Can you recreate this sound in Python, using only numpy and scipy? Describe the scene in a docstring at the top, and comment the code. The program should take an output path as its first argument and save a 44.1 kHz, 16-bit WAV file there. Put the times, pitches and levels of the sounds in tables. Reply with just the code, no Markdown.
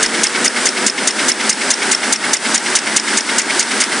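"""A tissue folding machine runs close by in a factory hall, almost five strokes a second.
In every stroke the cam (a turning part that drives the jaws) chirps, paper rustles through the rollers,
and the folding jaws shut with a bright, rattling clack and let go with a tiny squeak.
Gears and rollers drone on, and a motor hums up to speed and fades.
An automatic gain control turns the whole sound down briefly after each loud clack."""
import sys
import numpy as np
from scipy import signal
from scipy.fft import rfft, irfft, next_fast_len
from scipy.io import wavfile
from scipy.ndimage import minimum_filter1d, map_coordinates

SR = 44100
rng = np.random.default_rng(int(sys.argv[2]) if len(sys.argv) > 2 else 0)


def generate_wav(signal):
    """Clip the signal to [-1, 1] and save it as 16-bit WAV at the path in sys.argv[1]."""
    frames = np.transpose(np.atleast_2d(signal))
    scaled = np.clip(frames, -1, 1) * 32767
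    pcm = np.round(scaled).astype(np.int16)
    wavfile.write(sys.argv[1], SR, pcm)


N = 176400
TIME = np.arange(N) / SR
GEAR_WANDER_HZ = 2.96

# One row per stroke: jaws let go t/s, clack level/dB, clack length/s, squeak level/dB, clack width/dB
STROKES = [(0.062, -7, 0.015, -1.5, -27), (0.269, -4.5, 0.014, 1.5, -18), (0.4793, -8.5, 0.027, 1.5, -3.5),
           (0.69, -8.5, 0.022, 0, -1), (0.899, -3.5, 0.023, 3, -8), (1.108, -3.5, 0.017, -2, -9),
           (1.3182, -9.5, 0.022, 1, 4.5), (1.529, -2.5, 0.016, 1.5, -14), (1.7392, -3.5, 0.016, -0.5, -11),
           (1.9488, -6, 0.02, 2, -1.5), (2.1598, -4, 0.016, 0.5, 1.5), (2.3682, -1.5, 0.014, -2, -2),
           (2.5788, -5.5, 0.02, -2, -34), (2.788, -3.5, 0.021, -13, -34), (2.998, -3.5, 0.017, -3.5, -31),
           (3.207, -6.5, 0.019, -12, -6), (3.4172, -6.5, 0.019, -18, -1.5), (3.6277, -5, 0.02, -16, -10),
           (3.838, -8, 0.02, -7, -18)]


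def clacks(lead_s=0.0361, rise_s=0.0021, fall_s=0.0058):
    """The jaws shut in a fast rattle that makes the steel ring; some clacks sound wider than others."""
    colour = [(300, -46.5), (1200, -20), (2300, -11), (4100, -3.5), (4900, 3), (5500, 0.5), (5900, 5.5),
              (7400, 3), (8300, 0.5), (9400, 2.5), (10500, -10.5)]  # tone colour of the clack: f/Hz, level/dB
    spread = [(1500, 0), (4000, -11), (6500, -8.5), (9500, 0)]  # how its stereo width changes with pitch: f/Hz, side level/dB
    jaw_rings = [(2870, 130, 0), (3600, 130, 0), (6448, 40, 12), (7163, 60, 9), (8154, 50, 5)]  # where the jaws ring: f/Hz, bandwidth/Hz, level/dB
    force = np.zeros((2, N))  # middle and side
    for s, db, length_s, _, side_db in STROKES:
        span, t = near(s - lead_s)
        force[:, span] += amp([[db], [db + side_db]]) * burst(t, rise_s, length_s - fall_s / 2, fall_s)
    rattle = unit(amp(-0.5 * wobble(per_s=450)))
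    return stereo(*(force * rattle * rush(colour, spread, jaw_rings)))


def squeaks(rise_s=0.0007, fall_s=0.0018, wander_hz=50, tick_lead_s=0.001, ring_hz=(5010, 5620, 6950)):
    """The jaws let go with a tick and a squeak. Over the strokes the squeak gives way to a steel ring."""
    pitches = [(.9, 5240), (1.8, 5360), (2.5, 5560)]  # the squeak creeps upward: t/s, f/Hz
    ring_levels = [(1.8, -19), (3, -10.5)]  # the ring grows: t/s, level/dB
    tick_colour = [(300, -57), (2000, 2), (3800, -3.5), (4600, -2), (5000, 6.5), (5700, 9), (6400, -5),
                   (6950, 2), (7800, -15), (8800, 7.5), (10500, -29)]  # tone colour of the tick: f/Hz, level/dB
    tone, tick = np.zeros((2, N))
    rough = drift(wander_hz, per_s=1500)
    for s, _, _, db, _ in STROKES:
        span, t = near(s)
        shape = np.where(t < 0, swell(t, rise_s), swell(t, fall_s))
        tone[span] += amp(db) * shape * np.sin(2 * np.pi * curve(pitches, s) * t + rough[span])
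        ring_shape = burst(t + tick_lead_s, rise_s, hold_s=0, fall_s=0.0045)
        ring = sum(np.sin(2 * np.pi * (rng.normal(hz, wander_hz) * t + rng.random())) for hz in ring_hz)
        tone[span] += amp(curve(ring_levels, s)) * ring_shape * ring
        tick[span] += burst(t + tick_lead_s, rise_s, hold_s=0.004, fall_s=0.0035)
    return tone + amp(-8) * tick * noise(tick_colour)


def cam(scatter_s=0.00074, scatter_db=0.7):
    """The cam rubs and gives short chirps at nearly the same points of every stroke."""
    chirps = [(.126, 2130, -13, .0025), (.1195, 2170, -15, .002), (.101, 1590, -18, .002),
              (.023, 1650, -15, .002), (.0178, 2120, -9, .0022)]  # each chirp: time before the jaws let go/s, f/Hz, level/dB, half length/s
    sound = np.zeros(N)
    rough = drift(wander_hz=70, per_s=600)
    for s in stroke_times():
        for lead_s, hz, db, width_s in chirps:
            late, loud = rng.standard_normal(2)
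            span, t = near(s - lead_s + scatter_s * late)
            tone = np.sqrt(2) * np.sin(2 * np.pi * hz * t + rough[span])
            sound[span] += amp(db + scatter_db * loud) * swell(t, width_s) * tone
    return amp(-0.5) * sound


def paper():
    """The paper rustles twice a stroke, as it is drawn in and as it is creased."""
    rustles = [(0.1198, -14), (0.011, -12)]  # each rustle: time before the jaws let go/s, level/dB
    colour = [(500, -27), (1800, 5), (3000, 1.5), (4300, -3), (5400, -1), (7000, -11)]  # tone colour of the paper: f/Hz, level/dB
    pull = np.zeros(N)
    for s in stroke_times():
        for lead_s, db in rustles:
            span, t = near(s - lead_s)
            pull[span] += amp(db) * swell(t, width_s=0.0076)
    return pull * noise(colour)


def thumps(hz=42, width_s=0.0058):
    """Some strokes bump the frame with one dull, low push."""
    bumps = [(0.066, -33), (.458, -39), (2.342, -39)]  # each bump: t/s, level/dB
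    return sum(amp(db) * swell(TIME - s, width_s) * np.sin(2 * np.pi * hz * (TIME - s))
               for s, db in bumps)


def drone(flutter_db=0.5, grain_db=0.85, sway_db=0.95):
    """The rollers rumble, the frame roars and the moving sheet of paper hisses, all a little unevenly."""
    roller_levels = [(0, -21.5), (.9, -20), (1.6, -21), (3, -21), (4, -22.5)]  # loudness of the rumble: t/s, level/dB
    roller_colour = [(70, -42), (150, -12.5), (185, -7.5), (215, 0), (255, 1), (298, -1), (322, -2.5),
                     (375, 0.5), (470, -7), (560, -6.5), (720, -6.5), (920, -3.5), (1080, -10.5),
                     (2000, -31)]  # tone colour of the rumble: f/Hz, level/dB
    frame_colour = [(200, -31), (900, -15.5), (1250, -2.5), (1550, 0.5), (1720, -1.5), (1850, -1.5),
                    (2200, -3), (2500, -10), (3300, -12), (4500, -23.5)]  # tone colour of the roar: f/Hz, level/dB
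    sheet_colour = [(500, -42), (2500, 2.5), (4100, 2.5), (4900, 4.5), (5500, 4), (6400, 0.5), (7500, 0),
                    (8000, 5.5), (8500, 0.5), (9400, 4), (10500, -8.5)]  # tone colour of the hiss: f/Hz, level/dB
    rollers = amp(curve(roller_levels, TIME) + flutter_db * wobble(24.88)) * noise(roller_colour)
    frame = amp(-18.5 + flutter_db * wobble(60)) * noise(frame_colour)
    sheet = amp(-19.5 + grain_db * wobble(1100) + sway_db * wobble(8.42)) * noise(sheet_colour)
    return rollers + frame + sheet


def gears(sway_db=3):
    """The gears and drive sing steady notes that waver in loudness and pitch."""
    notes = [(216, -36, -34), (611, -38, -42), (927, -44.5, -39)]  # each note: f/Hz, start level/dB, end level/dB
    sound = np.zeros(N)
    for hz, start_db, end_db in notes:
        level = amp(np.linspace(start_db, end_db, N) + sway_db * wobble(12))
        sound += level * np.sqrt(2) * np.sin(2 * np.pi * hz * TIME + drift(GEAR_WANDER_HZ, 15))
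    return sound


def motor():
    """The motor's hum rises with its speed and sinks into the drone."""
    run_up = [(0, 111, -31.5), (.5, 125, -30.5), (1.1, 127, -33), (2, 130, -48)]  # the motor speeds up: t/s, base f/Hz, level/dB
    s, hz, db = np.transpose(run_up)
    phase = 2 * np.pi * np.cumsum(np.interp(TIME, s, hz)) / SR
    hum = sum(np.sin(harmonic * phase + drift(GEAR_WANDER_HZ, 20)) for harmonic in (2, 3, 4))
    return amp(np.interp(TIME, s, db)) * np.sqrt(2) * hum


def hall(x, echo_s=0.31):
    """The factory hall answers with a smooth echo that fades by 60 dB in echo_s."""
    t = TIME[:SR // 2]
    tail = rng.standard_normal((2, len(t))) * amp(-60 * t / echo_s)
    return signal.fftconvolve(x, tail / np.linalg.norm(tail[0]), axes=1)[:, :N]


def stroke_times():
    """The time of every stroke, plus the next one that is on its way."""
    s = np.array(STROKES)[:, 0]
    return np.append(s, s[-1] + np.diff(s).mean())


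def noise(colour):
    """Stereo noise as wide as the machine."""
    spread = [(80, -5), (200, -23.5), (2200, -26), (3600, -21), (5500, -10.5), (9000, -6.5)]  # the machine's stereo width: f/Hz, side level/dB
    return stereo(*rush(colour, spread))


def rush(colour, spread, rings=()):
    """Noise with a tone colour and ringing peaks, as a middle of strength 1 and a side signal."""
    def response(f):
        peaks = sum(amp(db) ** 2 / (1 + (2 * (f - hz) / width) ** 2) for hz, width, db in rings)
        power = amp(along(colour, f)) ** 2 + peaks
        return np.sqrt(power) * [np.ones_like(f), amp(along(spread, f))]
    pair = filtered(rng.standard_normal((2, N)), response)
    return pair / pair[0].std()


def stereo(mid, side):
    """Left and right: the louder the side signal, the wider the sound."""
    return np.array([mid + side, mid - side])


def amp(db):
    """Turn decibels into a gain."""
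    return 10 ** (np.asarray(db) / 20)


def unit(x):
    """Scale to an average strength (rms) of 1."""
    return x / np.sqrt(np.mean(x ** 2) + 1e-20)


def curve(points, s):
    """Join (t/s, value) points with straight lines and read the value at s."""
    return np.interp(s, *np.transpose(points))


def along(points, hz):
    """Join (f/Hz, value) points on a log frequency scale and read the value at hz."""
    f, v = np.transpose(points)
    return np.interp(np.log(hz + 1), np.log(f + 1), v)


def wobble(per_s):
    """A smooth curve through per_s random values a second."""
    return map_coordinates(rng.standard_normal(N // 8), [TIME * per_s], mode="wrap")


def drift(wander_hz, per_s):
    """Extra phase that makes a tone's pitch wander at random."""
    return 2 * np.pi * wander_hz * np.cumsum(wobble(per_s)) / SR


def filtered(x, response):
    """Scale each frequency in x by the gain that response gives it."""
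    size = next_fast_len(N + SR // 4)
    return irfft(rfft(x, size) * response(np.fft.rfftfreq(size, 1 / SR)), size)[..., :N]


def near(s):
    """The samples around a moment, and their time from it."""
    span = slice(max(0, int(s * SR) - SR // 10), max(0, int(s * SR) + SR // 10))
    return span, TIME[span] - s


def burst(t, rise_s, hold_s, fall_s):
    """A level that rises, holds and dies away."""
    return (1 - np.exp(-np.maximum(t, 0) / rise_s)) * np.exp(-np.maximum(t - hold_s, 0) / fall_s)


def swell(t, width_s):
    """A bell-shaped rise and fall in level."""
    return np.exp(-.5 * (t / width_s) ** 2)


def scene(low_cut_hz=82):
    """The strokes in the hall, over the drone; the small moving parts give off little bass."""
    strokes = clacks() + squeaks() + cam() + paper()
    machine = strokes + amp(-19.5) * hall(strokes) + drone() + gears() + motor()
    return filtered(machine, lambda hz: hz ** 2 / (hz ** 2 + low_cut_hz ** 2)) + thumps()


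def record(dry):
    """Gain control grabs each peak, holds and lets go; what slips past is clipped; the treble is cut."""
    limit_db, top_hz = -1.5, 10480
    grab_s, hold_s, release_s = 0.004, 0.049, 0.059
    over_db = np.maximum(20 * np.log10(np.abs(dry).max(axis=0) + 1e-9) - limit_db, 0)
    hold = 2 * int(hold_s * SR / 2) + 1
    held_db = -minimum_filter1d(-over_db, hold, origin=hold // 2, mode="constant")
    release = TIME / release_s
    cut_db = np.exp(np.maximum.accumulate(np.log(held_db + 1e-9) + release) - release)  # each cut fades
    smooth = np.exp(-1 / (grab_s * SR))
    ducked = dry * amp(-signal.lfilter([1 - smooth], [1, -smooth], cut_db))
    clipped = ducked / (1 + ducked ** 8) ** (1 / 8)
    return filtered(clipped, lambda hz: 1 / np.sqrt(1 + (hz / top_hz) ** 120))


dry = scene()
out = record(dry)
generate_wav(out)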